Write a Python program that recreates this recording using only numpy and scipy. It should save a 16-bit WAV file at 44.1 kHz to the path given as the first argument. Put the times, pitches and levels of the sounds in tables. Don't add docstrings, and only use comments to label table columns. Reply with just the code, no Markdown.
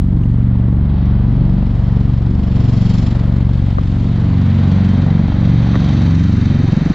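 import sys
import numpy as np
from scipy import signal
from scipy.fft import rfft, irfft, next_fast_len
from scipy.io import wavfile
from scipy.ndimage import uniform_filter1d

SR = 44100
rng = np.random.default_rng(int(sys.argv[2]) if len(sys.argv) > 2 else 0)


def invert_db(level):
    return 10 ** (np.asarray(level, dtype=float) / 20)


def unload_wav(signal):
    wavfile.write(
        sys.argv[1],
        SR,
        np.round(np.clip(np.atleast_2d(signal).T, -1, 1) * 32767).astype(np.int16),
    )


N = 306054
T = np.arange(N) / SR
BLADE_HZ = 23.3

# (time [s], left rotor lag [ms], right rotor lag [ms], left thump [dB], right thump [dB])
FAR_PATH = [(0.0, 23, 24.5, -7.5, -18), (0.5, 18, 22, -7.5, -19), (1.0, 9.5, 13, -9.5, -21),
            (1.5, 2.5, 7.5, -6.5, -19), (2.0, -4.5, -0.5, -11, -16.5), (2.5, -10.5, -7.5, -8.5, -18.0),
            (3.0, -17.5, -12.4, -9, -16), (3.5, -23.5, -21.5, -10.5, -18.5), (4.0, -29, -26.5, -11, -10.5),
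            (4.5, -34.5, -30, -13, -13.5), (5.0, -38, -32.9, -11.5, -8), (5.5, -42, -35.5, -9.5, -13.1),
            (6.0, -44.5, -38.0, -10, -12.5), (6.5, -47, -39.0, -11.5, -16),
            (6.75, -48.5, -39.5, -11.5, -11), (6.94, -50, -39.5, -13, -14)]
NEAR_PATH = [(0.0, 44.6, 28.04, -5.5, -12.5), (0.5, 42.88, 26.93, -6.5, -10.7),
             (1.0, 40.26, 24.48, -7, -9.5), (1.5, 39.35, 23.46, -8.5, -7.5), (2.0, 38.34, 22.48, -10, -9),
             (2.5, 37.47, 22.15, -7.5, -7.5), (3.0, 37.65, 20.57, -6.5, -6.5),
             (3.5, 37.67, 20.64, -7.5, -12.5), (4.0, 39, 20.5, -9, -9), (4.5, 41.93, 21.61, -6.5, -4.5),
             (5.0, 44.82, 22.0, -5.0, -6), (5.5, 49.82, 23.98, -9, -6), (6.0, 57.13, 27.6, -6, -4),
             (6.5, 66.3, 32.13, -7, -6.5), (6.75, 74.3, 36.95, -7.3, -4), (6.94, 80.7, 41.5, -7.5, -4)]
# (thump width [ms], ground echo delay [ms], ground share [0-1], bank echo delay [ms], bank share [0-1])
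FAR_ROTORS = [
    ((2, 1.22), (1.9, 8.85), (0.42, 0.34), (16.7, 16.9), (0.22, .08)),
    ((1.67, 1.08), (3.1, 5.4), (.48, 0.21), (17.0, 19), (.46, .01)),
]
NEAR_ROTORS = [
    ((1.502, 1.61), (9.65, 11.4), (.24, 0.16), (16.75, 19.4), (.11, .01)),
    ((1.825, 1.246), (7.1, 13.0), (.39, 0.32), (19.1, 19), (.18, 0.078)),
]
# (time [s], level [dB], clearness of the air path [dB])
ROAR_LEVEL = [(0.0, -42.3, -6), (0.4, -38.5, -10), (0.8, -37.5, -15.5), (1.2, -35, -10.5), (1.5, -37, -4.5),
              (1.9, -36.5, -0.5), (2.3, -38, -1), (2.6, -34.5, 4), (3.0, -34, 10.5), (3.25, -35, -1),
              (3.9, -38, 4), (4.3, -34.5, 1), (4.8, -32, 2.5), (5.05, -32.5, 0.5), (5.3, -34, -0.5),
              (5.85, -32, 5), (6.3, -33.5, 5), (6.94, -33.5, 5)]
# (frequency [Hz], density [dB per Hz])
AIR_COLOUR = [(210, -32), (350, -4), (500, -7), (800, -10), (1200, -14), (2000, -18), (2700, -24),
              (4300, -26), (5000, -33), (6700, -41), (7600, -46), (8300, -58), (9500, -72), (12000, -120)]
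# (level facing harbour [dB], level facing bank [dB], share of clearness [0-1])
UPPER_RANGES = [
    (-11, -6, 0.058),
    (-13, -10.5, 0.4),
    (-23, -24, 1),
]
# (time [s], time [s])
SWING_S = (2.7, 5.8)
# (time [s], level under widest [dB])
STEREO_OPENING = [(0, -58), (.55, -42), (.65, -14.5), (1.5, -3.5), (2.8, -1.7), (3.9, -1), (4.15, -14.5),
                  (4.33, -23), (4.4, -59)]
# (time [s], length [s], level [dB])
TREBLE_LEAKS = [(.15, 0.051, -12.5), (4.74, 0.016, -24), (5.26, .04, -33), (5.612, 0.069, -14.5),
                (5.957, 0.048, -18.5), (6.02, 0.044, -9.5), (6.257, 0.024, -14), (6.353, 0.042, -18),
                (6.485, .06, -15)]
# (frequency [Hz], width [Hz], facing harbour [dB], facing bank [dB], level in the side [dB])
PORT_CAVITIES = [(1980, 140, -13, -18.5, -14), (3200, 230, -4.5, -5.5, 0.5), (3790, 370, -15, -2, -19),
                 (4600, 68, -4, 0, -15.5), (5280, 370, 0.5, -29, 6.5), (6070, 550, -17.5, 5.5, -7.5),
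                 (7150, 170, 8.5, 2.5, 8.5), (8650, 140, -17, 9.5, -16.5)]
# (frequency [Hz], level [dB])
SIDE_RESPONSE = [(20, -10.5), (3000, 7.5), (3500, -15.5), (3900, -4.5), (4300, -10), (4700, -6.5),
                 (20000, 3)]
# (frequency [Hz], width [Hz], share lost [0-1], start [s])
HOUSING_SHADES = [(2880, 180, .5, 4.7), (3380, 250, .75, 5.9)]
# (frequency [Hz], density [dB per Hz])
SELF_NOISE_COLOUR = [(3000, -30), (5000, 2), (8000, 0), (10000, -3), (11500, -9), (13000, -11),
                     (15500, -14), (17000, -60)]
# (time [s], length [s], share let through [0-1])
TREBLE_SPELLS = [(-.1, .92, 0.8), (1.721, .06, 0.9), (2.678, .36, .7), (3.162, 0.91, .99),
                 (4.179, 0.19, 0.5), (5.549, .08, 0.6), (5.933, .21, .9), (6.487, 0.14, 0.4)]
# (frequency [Hz], density [dB per Hz])
RUMBLE_COLOUR = [(15, -20), (30, -10), (60, 0), (120, 0), (200, -3), (320, -7), (430, -20), (700, -40),
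                 (2500, -140)]
# (time [s], mid level [dB], side level [dB], ring [Hz], t60 [s])
HOUSING_KNOCKS = [
    (.236, -32.5, -75, 2840, 0.013),
    (.238, -46, -59, 6370, 0.0096),
    (1.058, -45, -49.5, 5570, 0.0099),
    (3.784, -22, -7, 1146, 0.018),
    (3.786, -16, -6, 560, 0.017),
]
# (time [s], level [dB])
BLADE_SLAPS = [(1.583, -18), (1.627, -17), (2.856, -17), (3.151, -16), (3.405, -19), (3.492, -20),
               (3.832, -22), (4.044, -28), (4.939, -16), (5.065, -16), (5.192, -16.5), (5.283, -15),
               (5.321, -14), (5.668, -16.5)]
# (time [s], mid level [dB], side level [dB], ring [Hz], t60 [s])
HOUSING_BUMP = [
    (5.7435, -18, -70, 1200, .012),
    (5.7465, -17, -70, 600, .012),
    (5.7553, -9, -70, 550, .008),
    (5.7556, -15, -70, 1150, .01),
    (5.7558, -15, -70, 1900, .01),
    (5.7582, -7, -70, 280, .03),
    (5.7578, -1, -70, 108, .06),
]


def columns(table, smooth_s=0.):
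    s, *cols = np.transpose(table)
    curves = np.array([np.interp(T, s, col) for col in cols])
    return uniform_filter1d(curves, int(smooth_s * SR) + 1, axis=1, mode="nearest")


def shaped(x, points, lo_hz=0., hi_hz=SR, steep=10):
    size = next_fast_len(N)
    hz = np.maximum(np.arange(size // 2 + 1) * SR / size, 1)
    point_hz, point_db = np.transpose(points)
    db = np.interp(np.log(hz), np.log(point_hz), point_db)
    edges = 1 / np.sqrt((1 + (lo_hz / hz) ** steep) * (1 + (hz / hi_hz) ** steep))
    return irfft(rfft(x, size) * invert_db(db) * edges, size)[:N]


def resonance(x, hz, width_hz):
    return signal.lfilter(*signal.iirpeak(hz, hz / width_hz, SR), x)


def unit(x):
    return x / np.sqrt(np.mean(x ** 2))


def walk(rate_hz):
    hold = int(SR / rate_hz)
    steps = np.repeat(rng.standard_normal(N // hold + 1), hold)
    return unit(uniform_filter1d(uniform_filter1d(steps, hold), hold)[:N])


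def hump(at_s, width_s):
    return np.exp(-((T - at_s) / width_s) ** 2)


def opening():
    db = columns(STEREO_OPENING)[0]
    hiss = invert_db(-3.5 + 0.36 * db) * (np.arange(N) < 4.75 * SR)
    return 1.3 * invert_db(db), invert_db(-13 + db), invert_db(-9.5 + db), hiss


def treble_leak():
    return sum(invert_db(db) * (abs(T - s) < length / 2) for s, length, db in TREBLE_LEAKS)


def thump(ms, width_ms, dip=1.0, lean=1.524):
    period_ms = 1000 / BLADE_HZ
    u = ((ms + period_ms / 2) % period_ms - period_ms / 2) / width_ms
    return (1 - dip * u ** 2 + lean * u) * np.exp(-u ** 2 / 2)


def rotor(lag_ms, db, spans):
    climb = np.linspace(0, 1, N) ** 2
    curves = (start + (end - start) * climb for start, end in spans)
    width_ms, ground_ms, ground, bank_ms, bank = curves
    ms = T * 1000 - lag_ms + 0.085 * walk(14)
    direct = thump(ms, width_ms)
    ground_echo = ground * thump(ms - ground_ms, 1.76 * width_ms)
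    bank_echo = bank * thump(ms - bank_ms, 1.48 * width_ms)
    return invert_db(0.39 + db + 0.58 * walk(8)) * (direct + ground_echo + bank_echo)


def aircraft(path, rotors):
    curves = columns(path, .3)
    return sum(map(rotor, curves[:2], curves[2:], rotors))


def blade_swish():
    far_depth = 0.64 * hump(3.28, 0.93)
    out = 0
    for path, depth, late_ms in ((FAR_PATH, far_depth, -1.6), (NEAR_PATH, .25, -1.5)):
        late_s = (columns(path, .3)[0] + late_ms) / 1000
        out = out + depth * np.exp(3.0 * (np.cos(2 * np.pi * BLADE_HZ * (T - late_s)) - 1))
    return out * invert_db(2.6 * walk(23))


def roar(thumps):
    low_db, clear_db = columns(ROAR_LEVEL, .08)
    _, _, wide, hiss = opening()
    upper_db = [low_db + np.interp(T, SWING_S, (harbour_db, bank_db)) + share * clear_db
                for harbour_db, bank_db, share in UPPER_RANGES]
    gusts_db = 4.5 * hump(1.02, 0.14) + 1 * hump(5.87, 0.14)
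    swish = blade_swish()
    puff = uniform_filter1d(np.maximum(thumps, 0) ** 2, 130) * invert_db(1.6 * walk(40))
    # (from [Hz], to [Hz], level [dB], share of swish, share of puff, side over mid)
    ranges = [(373, 1263, low_db, 1.1, 3.6, wide),
              (1290, 2440, upper_db[0], 0.52, 0.64, wide * invert_db(-5)),
              (2420, 4490, upper_db[1] + gusts_db, 1.7, 0.32, wide * invert_db(-6.5)),
              (4620, 16000, upper_db[2], 3.2, .1, hiss + treble_leak())]
    out = 0
    for lo_hz, hi_hz, db, swish_share, puff_share, width in ranges:
        gate = (1 + swish_share * swish + puff_share * puff) * invert_db(0.34 * walk(60))
        gate = gate / np.sqrt(uniform_filter1d(gate ** 2, SR // 5))
        mid, side = (unit(shaped(gate * rng.standard_normal(N), AIR_COLOUR, lo_hz, hi_hz)) for _ in range(2))
        out = out + invert_db(db + .5 * walk(9)) * np.array([mid, width * side])
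    return out - 0.54 * hump(6.29, .25) * resonance(out, 550, 670)


def ports(x):
    turn = np.interp(T, SWING_S, (0, 1))
    out = np.array([x[0], shaped(x[1], SIDE_RESPONSE)])
    for hz, width_hz, harbour_db, bank_db, side_db in PORT_CAVITIES:
        mid_gain = invert_db(harbour_db + turn * (bank_db - harbour_db))
        out += resonance(x, hz, width_hz) * np.array([mid_gain, np.full(N, invert_db(side_db))])
    for hz, width_hz, share, s in HOUSING_SHADES:
        shade = np.interp(T, (s, s + .25), (0, share))
        out = out - shade * resonance(out, hz, width_hz)
    return out


def self_noise():
    treble_cut_hz = 11300
    width = invert_db(3.0) * opening()[3] + 2.5 * treble_leak()
    spells = sum(share * (T > s) * (T < s + length) for s, length, share in TREBLE_SPELLS)
    top = np.clip(.03 + spells, 0, 1)
    blink = top * (walk(45) > 1.5 - 4.0 * top)
    out = 0
    for lo_hz, hi_hz, gate in ((0, treble_cut_hz, 1), (treble_cut_hz, SR, blink)):
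        mid, side = (shaped(rng.standard_normal(N), SELF_NOISE_COLOUR, lo_hz, hi_hz, steep=40) for _ in range(2))
        out = out + gate * np.array([mid, width * side])
    db = -73.5 - 0.44 * T + 3.2 * top
    return invert_db(db + 7.5 + 1.1 * walk(33)) * out


def rumble():
    mid, side = (unit(shaped(rng.standard_normal(N), RUMBLE_COLOUR)) * invert_db(2.0 * walk(9)) for _ in range(2))
    return invert_db(-26 - 0.09 * T) * np.array([mid, opening()[1] * side])


def damped_rings(strikes):
    out = np.zeros((2, N))
    t = np.arange(SR // 10) / SR
    for s, mid_db, side_db, hz, t60 in strikes:
        decay = np.exp(-np.log(1000) * t / t60)
        onset = 1 - np.exp(-5 * t * hz)
        ring = np.sin(2 * np.pi * hz * t) * decay * onset
        start = int(s * SR)
        out[:, start:start + len(t)] += invert_db(np.array([[mid_db], [side_db]])) * ring
    return out


def housing_knocks():
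    return damped_rings(HOUSING_KNOCKS)


def blade_slaps():
    strikes = []
    for s, db in BLADE_SLAPS:
        side_db = db - 9 + np.interp(s, *np.transpose(STEREO_OPENING))
        strikes.append((s, db, side_db, 540 + 46 * s, 0.0094))
    return damped_rings(strikes)


def housing_bump():
    return damped_rings(HOUSING_BUMP)


def scene():
    thumps = aircraft(FAR_PATH, FAR_ROTORS) + aircraft(NEAR_PATH, NEAR_ROTORS)
    pan_db = opening()[0]
    air_and_noise = ports(roar(thumps)) + self_noise() + rumble()
    mid, side = air_and_noise + housing_knocks() + blade_slaps() + housing_bump()
    port_lag = 1.3
    side = side - port_lag * pan_db / 2 * np.gradient(thumps)
    panned = thumps * invert_db(np.array([pan_db, -pan_db]) / 2)
    return panned + np.array([mid + side, mid - side])


def band_limit(x):
    return signal.sosfilt(signal.butter(12, 15800, fs=SR, output="sos"), x)


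def record(dry):
    bass_cut = signal.butter(2, 27, "high", fs=SR, output="sos")
    x = signal.sosfilt(bass_cut, dry)
    ceiling = .93
    mix = x / (1 + (abs(x) / ceiling) ** 4) ** .25 - .0017
    return band_limit(mix)


dry = scene()
out = record(dry)
unload_wav(out)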